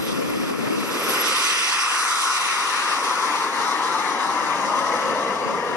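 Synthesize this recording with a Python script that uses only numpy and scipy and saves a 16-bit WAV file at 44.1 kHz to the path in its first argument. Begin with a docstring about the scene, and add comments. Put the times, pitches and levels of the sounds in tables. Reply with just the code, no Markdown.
"""On a grass strip, a model jet lifts off, passes a microphone pair some twenty metres away and climbs off.
Its exhaust is shaped noise that roars, rushes and hisses; the turbine's blade tone whistles on the approach,
with short sizzles of intake noise. Delayed copies off the grass and nearby surfaces sweep combs through
the jet, and a rumble gathers behind it. Low noise, mostly opposite at the two ports, is wind: strong at first,
then a light breeze with gusts near the end."""
import sys
import numpy as np
from scipy import signal
from scipy.io import wavfile
from scipy.ndimage import uniform_filter1d, map_coordinates

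SR = 44100
rng = np.random.default_rng(int(sys.argv[2]) if len(sys.argv) > 2 else 0)


def int16_out(signal):
    """Quantize to a 16-bit WAV file."""
    q = np.round(np.clip(np.atleast_2d(signal).T, -1, 1) * 32767)
    wavfile.write(sys.argv[1], SR, q.astype(np.int16))


N = 254016
TIME = np.arange(N) / SR
# the noise is coloured in overlapping spectral frames, one every 256 samples
FRAME_S = np.arange(N // 256 + 5) * 256 / SR
BIN_HZ = np.fft.rfftfreq(1024, 1 / SR)

# colour of wind on the ports, before its pitch is scaled: (frequency [Hz], relative level [dB per Hz])
WIND_COLOUR = [(20, -56), (45, -35), (90, -23), (160, -2.5), (250, 4.5), (420, -0.5), (560, -8.5),
               (800, -17), (1200, -16.5), (2000, -46), (4000, -70)]


def exhaust():
    """Large eddies roar, the core of the stream rushes, the fine eddies at the nozzle hiss."""
    wander_db = 0.21 * drift(TIME, 2.02, 6)
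    return roar() + (rush() + hiss()) * gain_of(wander_db)


def rush():
    """The core of the jet stream: mid-band turbulence that shifts in pitch and narrows in its strongest lobe."""
    # colour before the pitch factor: (frequency [Hz], from the side [dB per Hz], from behind [dB per Hz])
    rush_colour = [(490, -58, -75), (687, -17, -17.5), (870, -7, -4.5), (965, -6, -3), (1060, 2.1, 2),
                   (1377, 2.5, -3.5), (1524, -0.5, -14), (1620, -8, -13), (1980, -4, -11),
                   (2280, -6.5, -13.5), (2600, -5.5, -20), (2930, -5.5, -19), (3030, -9.5, -15),
                   (3070, -8.5, -21.5), (3220, -14, -21.5), (4870, -38, -47.5)]
    # wavering pitch of the rush, highest near 1.25 s: (time [s], pitch [factor])
    rush_pitch = [(0, 0.95), (.7, 0.92), (1.25, 0.99), (1.7, 0.95), (2.3, 0.96), (3, 0.93), (3.7, 0.955),
                  (4.5, 0.93), (5.76, 0.94)]
    # brightness as the plane turns: (time [s], tilt [dB per octave])
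    rush_tilt = [(.6, 1), (1.05, 0.8), (1.3, 2), (1.6, 4.5), (1.9, 0.1), (2.25, 0.6), (2.8, 1.3), (3.3, -2),
                 (4, 0.1), (5.76, 3)]
    pitch, = curves(rush_pitch, FRAME_S[:, None])
    slope, = curves(rush_tilt, FRAME_S[:, None])
    # in the lobe the colour gains contrast
    focus = 1 + 0.23 * bump(FRAME_S[:, None], 2.42, 0.35)
    noise = jet_noise(rush_colour, BIN_HZ / pitch, turning(2.6, 4.3), patchy_db=1.2, flutter_db=0.25,
                      tilt_db=slope * np.log2(BIN_HZ + 1), contrast=focus)
    level_db = jet_level_db(abeam_db=-23, hidden_db=-8, tail_db=-5.5, beam_db=6)
    # extra flutter while the plane rolls, then a surge as the nozzle comes into view
    rolling_db = 1.2 * (1 - ramp(TIME, 0.85, 1.15)) * drift(TIME, 12, 70)
    surge_db = 1.2 * bump(TIME, 1.14, 0.052)
    return noise * gain_of(level_db + rolling_db + surge_db)


def hiss():
    """Fine eddies at the nozzle: treble turbulence, brighter or duller as the plane turns."""
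    # colour: (frequency [Hz], from the side [dB per Hz], from behind [dB per Hz])
    hiss_colour = [(2360, -60, -54), (3150, -4.5, -0.5), (3450, -0.5, -1), (3770, 0.5, 1.8),
                   (4430, -5.5, -1), (4770, -3, -3), (5750, -2.5, -3.5), (6100, -0.2, -4), (6610, -9, -4.5),
                   (7280, -9, -11), (7670, -3, -12), (8170, -7, -9.5), (8750, -7, -14), (9250, -8, -10.5),
                   (9970, -3, -10.5), (10800, -11.5, -13.5), (11280, -15, -15.5), (12300, -19, -25),
                   (13300, -60, -60)]
    # brightness: (time [s], tilt [dB per octave])
    hiss_tilt = [(.6, -5.5), (1.1, -1.5), (1.6, -2.5), (2.2, 1.5), (2.65, -0.5), (4, 2), (4.9, 2.5),
                 (5.76, 0.5)]
    # brief swells and sags: (time [s], width [s], change [dB])
    swells = [(0.085, .07, 6), (.37, 0.082, 1.5), (1.125, .025, 3), (1.266, .03, 1), (1.47, 0.12, 2.3),
              (1.702, 0.03, 1.2), (1.872, 0.036, -2), (2.276, 0.43, 1.7), (3.508, .03, -1.8),
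              (3.64, 0.04, 1.8), (3.946, .1, 1), (5.0, 0.21, 1.5)]
    slope, = curves(hiss_tilt, FRAME_S[:, None])
    noise = jet_noise(hiss_colour, BIN_HZ, turning(1.7, 3.66), patchy_db=1.42, flutter_db=0.86,
                      tilt_db=slope * np.log2(BIN_HZ + 1) + treble_db())
    level_db = jet_level_db(abeam_db=-27, hidden_db=-12, tail_db=-4.5, beam_db=2)
    return noise * gain_of(level_db + summed_db(swells))


def roar():
    """The large, slow eddies of the jet: low-pitched turbulence."""
    # colour: (frequency [Hz], from the side [dB per Hz], from behind [dB per Hz])
    roar_colour = [(20, -66, -57), (103, -24, -25), (170.5, -9, -14), (303, 1, 0), (364, 2, -3.5),
                   (516, 3.5, 3), (636, -5, -1.5), (830, -7.5, -4.5), (1230, -20, -55)]
    noise = jet_noise(roar_colour, BIN_HZ, turning(3.45, 4.9), patchy_db=0.4, flutter_db=0.5)
    return noise * gain_of(roar_level_db())


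def roar_level_db():
    """The roar swells on the runway, hollows out as the plane lifts, fills again and grows behind the nozzle."""
    runway_db = 6.5 * bump(TIME, 1.14, 0.17)
    hollow_db = -8.5 * (ramp(TIME, 1.12, 1.83) - ramp(TIME, 2.36, 3.1))
    behind_db = 4.5 * ramp(TIME, 4.3, 4.9)
    return -34.5 + runway_db + hollow_db + behind_db


def jet_level_db(abeam_db, hidden_db, tail_db, beam_db):
    """Spreading loss with distance, plus hiding by the fuselage, the rearward beam and the quiet core tail-on."""
    # a straight, accelerating run past the microphone
    abeam_s, closest_m, speed_m_per_s, thrust_m_per_s2 = 1.45, 21.5, 19.1, 7.8
    t = TIME - abeam_s
    along_m = speed_m_per_s * t + .5 * thrust_m_per_s2 * t ** 2
    distance = np.hypot(along_m, closest_m) / closest_m  # 1 at the closest point
    hidden = 1 - ramp(TIME, 0.52, 1.25) ** 1.8  # the nozzle swings into view
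    tail_on = ramp(TIME, 4.85, 5.93)
    # once past, the beam gains beam_db for each doubling of distance
    rearward_db = beam_db * np.log2(distance) * (t > 0)
    aimed_db = hidden_db * hidden + tail_db * tail_on + rearward_db
    return abeam_db - 20 * np.log10(distance) + aimed_db


def jet_noise(colours, hz, aft, patchy_db, flutter_db, tilt_db=0, contrast=1):
    """Turbulent noise that changes colour as the tail turns to the listener; uneven air makes it flutter."""
    # the microphone pair with the plane near and far:
    # (frequency [Hz], left over right [dB], coherence [0-1], left lead [rad])
    ports_near = [(150, 0.0, 0.9, 0.0), (400, -0.3, 0.92, 0.0), (700, -0.3, 0.7, 0.2),
                  (1050, 4.2, 0.94, 0.1), (1600, 1.8, 0.81, -0.3), (1800, 4.5, 0.27, 0.4),
                  (2080, 9.5, 0.5, -1.8), (2500, -3, 0.67, -2.1), (3300, -5.5, 0.72, -2.9),
                  (4300, -2, 0.25, -2.4), (5000, -4.5, 0.68, -0.5), (6100, -7, 0.67, -0.8),
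                  (7000, -4.5, 0.4, -3.3), (7800, -8, 0.45, -3.9), (8700, -0.5, 0.55, -4.7),
                  (9200, 1, 0.45, -4.5), (9800, 10, 0.4, -1.6), (10700, 7, 0.6, -2), (11400, 0, 0.65, -1.4)]
    ports_far = [(150, 0.0, 0.9, 0.0), (400, -0.6, 0.92, 0.2), (700, 3.5, 0.85, 0.5),
                 (1050, 4.8, 0.95, 0.2), (1500, 5.7, 0.7, 0.2), (1800, 7.4, 0.81, 0.5),
                 (2080, 11.8, 0.36, 0.6), (2500, 4.5, 0.42, -3.3), (3300, 3, 0.55, -3.7),
                 (4200, -0.5, 0.7, -4.1), (5000, -4, 0.37, 0.3), (6100, -7.5, 0.38, 0.1),
                 (6700, -6, 0.45, -2.7), (7300, 1.5, 0.5, -3.9), (7700, 0, 0.45, -3.6),
                 (8200, -5.5, 0.48, -3.7), (8700, -1.5, 0.55, -4), (9200, 1, 0.5, -4.3),
                 (9800, 8.5, 0.35, -2.3), (10700, 9, 0.35, -1.3), (11400, 6, 0.3, -1.5)]
    side, behind = spectra(colours, hz)
    colour_db = contrast * ((1 - aft) * side + aft * behind) + tilt_db + ground_db()
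    colour_db = colour_db + patchy_db * patches(frame_size=14, bin_size=12)
    far = turning(1.8, 3.73)
    ports = (1 - far) * spectra(ports_near, BIN_HZ)[:, None] + far * spectra(ports_far, BIN_HZ)[:, None]
    return noise_pair(colour_db, *ports) * gain_of(flutter_db * drift(TIME, 5, 35))


def treble_db():
    """The air dulls the top of the hiss as the plane draws away, and one band of it wavers."""
    # relative level of the band around 3.8 kHz: (time [s], change [dB])
    band_level = [(1.9, -5), (2.3, -1.5), (3, -2.5), (3.4, -1.5), (3.75, -1), (4.15, 1.5), (4.5, -4.5),
                  (5.76, -5)]
    t = FRAME_S[:, None]
    # from 3.8 s the loss grows by 3 dB a second at 10 kHz, and as frequency squared
    air_db = -3 * np.maximum(t - 3.8, 0) * (BIN_HZ / 10000) ** 2
    return air_db + curves(band_level, t)[0] * bump(BIN_HZ, 3800, 330)


def ground_db():
    """The grass turns the sound over as it bounces: a comb whose higher notches blur."""
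    # the bounce falls behind as the plane climbs, and strengthens late, as the plane climbs away
    lag_ms = 0.12 + 0.77 * np.maximum(FRAME_S[:, None] - 1.808, 0)
    strength = np.minimum(0.24 + (0.87 - 0.24) * turning(3.9, 5.3), 0.85)
    cycles = BIN_HZ * lag_ms / 1000
    bounce = strength * np.exp(-(cycles / 1.26) ** 2)  # the blur sets in around 1.26 cycles of lag
    return 20 * np.log10(abs(1 - bounce * np.exp(-2j * np.pi * cycles)))


def reflections(x):
    """Two rough, dull echoes off surfaces; their lags shrink as the plane draws away and sweep a comb."""
    # each echo, before the facet shares: (time [s], lag [ms], level [dB])
    first_echo = [(0, 7, -30), (1.1, 9.5, -24), (1.5, 9.95, -13), (2.1, 9.4, -22), (3, 7.25, -16),
                  (3.7, 6.2, -9.5), (4.4, 5.2, -11), (5, 4.6, -14), (5.76, 4.2, -10)]
    second_echo = [(2.6, 9.2, -32), (3.2, 8.2, -16), (3.5, 7.65, -12), (3.9, 7.1, -18), (5, 6.2, -17),
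                   (5.76, 5.8, -24)]
    # facets of each surface, some turning the sound over: (extra lag [ms], signed share [factor])
    facets = [(-.28, -.35), (0, .95), (.3, -.6), (.85, .3)]
    dull = signal.sosfiltfilt(signal.butter(1, 4800, fs=SR, output="sos"), x)
    out, power = x.copy(), 1
    for echo in (first_echo, second_echo):
        lag_ms, db = curves(echo, TIME)
        power = power + gain_of(db) ** 2
        for extra_ms, share in facets:
            heard_from = TIME - (lag_ms + extra_ms) / 1000
            out += share * gain_of(db) * np.array([np.interp(heard_from, TIME, port) for port in dull])
    return out / np.sqrt(power)


def near_echo(x):
    """A small surface beside the microphone throws the treble back, turned over: each port has its own comb."""
    # lag of the echo: (time [s], left port [ms], right port [ms])
    near_lags = [(2, 1.185, 1.125), (2.7, 1.217, 1.122), (3.4, 1.25, 1.138), (5.76, 1.255, 1.136)]
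    # share of the treble thrown back: (time [s], left port [factor], right port [factor])
    near_shares = [(1.7, .03, .06), (2.2, .2, .32), (2.8, .2, .2), (3.4, .2, .14), (3.9, .07, .14),
                   (4.5, .18, .24), (5.76, .12, .26)]
    treble = signal.sosfiltfilt(signal.butter(2, 2100, "high", fs=SR, output="sos"), x)
    heard_from = (TIME - np.array(curves(near_lags, TIME)) / 1000) * SR  # in samples
    thrown_back = np.array([map_coordinates(port, [when], order=3) for port, when in zip(treble, heard_from)])
    return x - np.array(curves(near_shares, TIME)) * thrown_back


def rumble():
    """Heard from behind, the low noise gathers into one rough band that sinks in pitch."""
    # the departing rumble: (time [s], pitch [Hz], level before roughness [dB])
    rumble_path = [(4.3, 560, -70), (4.75, 540, -42), (5.15, 527, -33), (5.45, 490, -34.5),
                   (5.76, 442, -37)]
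    hz, _ = curves(rumble_path, FRAME_S[:, None])
    _, level_db = curves(rumble_path, TIME)
    colour_db = -20 * np.log10(1 + ((BIN_HZ - hz) / 58) ** 2)  # 6 dB down 58 Hz off centre
    rough_db = 1.2 * drift(TIME, 19, 70)
    return noise_pair(colour_db, balance_db=-3, coherence=1.0, lead=0.25) * gain_of(level_db + rough_db)


def whistle():
    """The compressor's blade tone beams from the intake in a narrow fuzz of inflow noise, then fades steeply."""
    # centre of the wavering blade tone: (time [s], pitch [Hz])
    blade_pitch = [(0, 11612), (.45, 11565), (.87, 11497), (1.1, 11415), (1.3, 11335), (1.6, 11150)]
    hz = curves(blade_pitch, TIME)[0] + 10 * drift(TIME, 3.6, 155)
    level_db = blade_level_db() + 3.0 * drift(TIME, 9, 76.3)
    left_lead, fuzz, fuzz_width_hz = -1.55, 0.3, 200
    phase = 2 * np.pi * np.cumsum(hz) / SR + np.array([[left_lead], [0]])
    slow_noise = signal.lfilter(*signal.butter(2, fuzz_width_hz, fs=SR), rng.standard_normal((2, N)))
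    along, across = evened(slow_noise)
    tone = np.sqrt(2) * np.sin(phase) + fuzz * (along * np.sin(phase) + across * np.cos(phase))
    return tone * gain_of(level_db) * gain_of([[1.0], [-1.0]])  # left, right [dB]


def blade_level_db():
    """The blade tone swells in the beam of the intake, flares with its lobes, and fades once that has passed."""
    # flares: (time [s], width [s], level [dB])
    flares = [(.035, .02, -39.5), (.89, .018, -39.5), (1.035, .012, -34.5), (1.1, .009, -28),
              (1.19, .012, -36), (1.213, .007, -30.5), (1.285, .012, -37.5)]
    beam_db = 11.8 * bump(TIME, 1.16, 0.135)
    fade_db = 127.5 * np.maximum(TIME - 1.26, 0)  # 127.5 dB a second
    steady = gain_of(-49.3 + beam_db - fade_db)
    return 20 * np.log10(np.hypot(steady, pulses(flares, TIME)))


def intake():
    """Air rushing into the compressor gives short sizzles around the blade tone."""
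    # sizzles: (time [s], width [s], level [dB])
    sizzles = [(1.0, .009, -35.5), (1.105, 0.018, -33.5), (1.383, .014, -38), (1.455, .03, -38)]
    # a band at 11.3 kHz, 3 dB down 600 Hz off centre
    colour_db = -10 * np.log10(1 + ((BIN_HZ - 11300) / 600) ** 4) * np.ones((len(FRAME_S), 1))
    return noise_pair(colour_db, balance_db=2, coherence=0.6, lead=-0.71) * pulses(sizzles, TIME)


def wind():
    """Eddies push on the two ports in opposite senses; a weaker gust is also duller."""
    # the colour table holds as written at -26 dB and falls an octave for every 70 dB below
    pitch = 2 ** ((wind_level_db(FRAME_S[:, None]) + 26) / 70)
    colour_db = spectra(WIND_COLOUR, BIN_HZ / pitch)[0] + 4.0 * patches(frame_size=6, bin_size=6)
    level_db = wind_level_db(TIME) + 1.0 * drift(TIME, 4.5, 35)
    return noise_pair(colour_db, balance_db=3, coherence=-0.86, lead=0) * gain_of(level_db)


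def wind_level_db(t):
    """A strong blow that dies away, a light breeze that builds, and gusts add in power."""
    # gusts: (time [s], width [s], level [dB])
    gusts = [(1.287, 0.052, -40), (1.72, 0.053, -50), (2.475, 0.07, -47), (3.6, 0.099, -46),
             (4.289, 0.27, -43.5), (4.752, 0.14, -43), (5.092, 0.052, -36), (5.51, 0.047, -33),
             (5.747, 0.04, -34)]
    blow = gain_of(-25.5 - 42 * np.maximum(t - 0.77, 0))  # fades 42 dB a second
    breeze = gain_of(-55 - 5.5 * np.maximum(3.1 - t, 0))  # builds 5.5 dB a second
    return 10 * np.log10(blow ** 2 + breeze ** 2 + pulses(gusts, t) ** 2)


def buffets():
    """Small fast eddies give short puffs on the ports, most of them brighter than the steady wind."""
    # single sharp buffets: (time [s], level [dB], pitch over the wind colour [factor])
    sharp_buffets = [(.19, -24.5, 1.2), (.375, -28, 1), (.592, -23, 1.15), (.68, -25, 1.9), (.84, -28, 1.2),
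                     (.91, -29, 1.4), (1.09, -28, 1.5)]
    s, db, brighter = np.transpose(sharp_buffets)
    colour_db = spectra(WIND_COLOUR, BIN_HZ / np.interp(FRAME_S[:, None], s, brighter))[0]
    puffs = (gain_of(db) * bump(TIME[:, None], s, 0.0058)).sum(1)
    return noise_pair(colour_db, balance_db=4.0, coherence=-0.31, lead=0) * puffs


def noise_pair(colour_db, balance_db, coherence, lead):
    """Two partly alike noises of steady power whose colour changes from frame to frame."""
    a, b, c, d = rng.standard_normal((4, len(FRAME_S), len(BIN_HZ)))
    same = np.clip(coherence, -1, 1)
    left = a + 1j * b
    right = same * left * np.exp(-1j * lead) + np.sqrt(1 - same ** 2) * (c + 1j * d)
    ratio, size = gain_of(balance_db), gain_of(colour_db)
    # colour sets only the shape: every frame is scaled to the same power
    size = size / np.linalg.norm(size, axis=1, keepdims=True) / np.sqrt(1 + ratio ** 2)
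    frames = np.array([left * ratio, right]) * size
    return evened(signal.istft(frames.transpose(0, 2, 1), nperseg=1024, noverlap=768)[1][:, :N])


def patches(frame_size, bin_size):
    """A smooth random field of rms 1 over time and frequency."""
    field = rng.standard_normal((len(FRAME_S), len(BIN_HZ)))
    return evened(uniform_filter1d(uniform_filter1d(field, frame_size, 0), bin_size, 1))


def drift(t, low_hz, high_hz):
    """Irregular wavering of rms 1: thirty sines of random phase between two rates, the slow ones larger."""
    rates_hz = np.geomspace(low_hz, high_hz, 30)
    return evened(sum(np.sin(2 * np.pi * (f * t + rng.random())) / np.sqrt(f) for f in rates_hz))


def pulses(rows, t):
    """Amplitude of bell-shaped pulses given by time, width and level in dB."""
    return sum(gain_of(db) * bump(t, s, width) for s, width, db in rows)


def summed_db(rows):
    """Brief bell-shaped level changes in dB, added up."""
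    return sum(db * bump(TIME, s, width) for s, width, db in rows)


def bump(t, centre, width):
    """A bell of height 1; the width is its standard deviation."""
    return np.exp(-.5 * ((t - centre) / width) ** 2)


def ramp(t, start, end):
    """Goes from 0 to 1 between two times."""
    return np.clip((t - start) / (end - start), 0, 1)


def turning(start, end):
    """Goes from 0 to 1 between two times, one value a frame."""
    return ramp(FRAME_S[:, None], start, end)


def curves(rows, t):
    """The columns of a time table at the times t."""
    s, *columns = np.transpose(rows)
    return [np.interp(t, s, c) for c in columns]


def spectra(rows, hz):
    """The columns of a frequency table, joined on a log axis."""
    f, *columns = np.transpose(rows)
    return np.array([np.interp(np.log(hz + 1), np.log(f + 1), c) for c in columns])


def gain_of(db):
    """Decibels to amplitude."""
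    return 10 ** (np.asarray(db) / 20)


def evened(x):
    """Scales to rms 1."""
    return x / np.sqrt(np.mean(x ** 2) + 1e-20)


def scene():
    """The plane with its echoes, and the wind at the microphone; the whole level dips briefly a few times."""
    # dips: (time [s], width [s], change [dB])
    dips = [(0.563, 0.026, -2.5), (2.62, 0.13, -0.5), (3.516, 0.018, -2)]
    jet = near_echo(reflections(exhaust()))
    plane = jet + rumble() + whistle() + intake()
    return (plane + wind() + buffets()) * gain_of(summed_db(dips))


def record(dry):
    """The microphone's low cut at 30 Hz and band limit at 12 kHz."""
    lean = signal.sosfilt(signal.butter(2, 30, "high", fs=SR, output="sos"), dry)
    taps = signal.firwin(401, 12000, window=("kaiser", 9), fs=SR)
    return signal.oaconvolve(lean, taps[None], "same")


dry = scene()
out = record(dry)
int16_out(out)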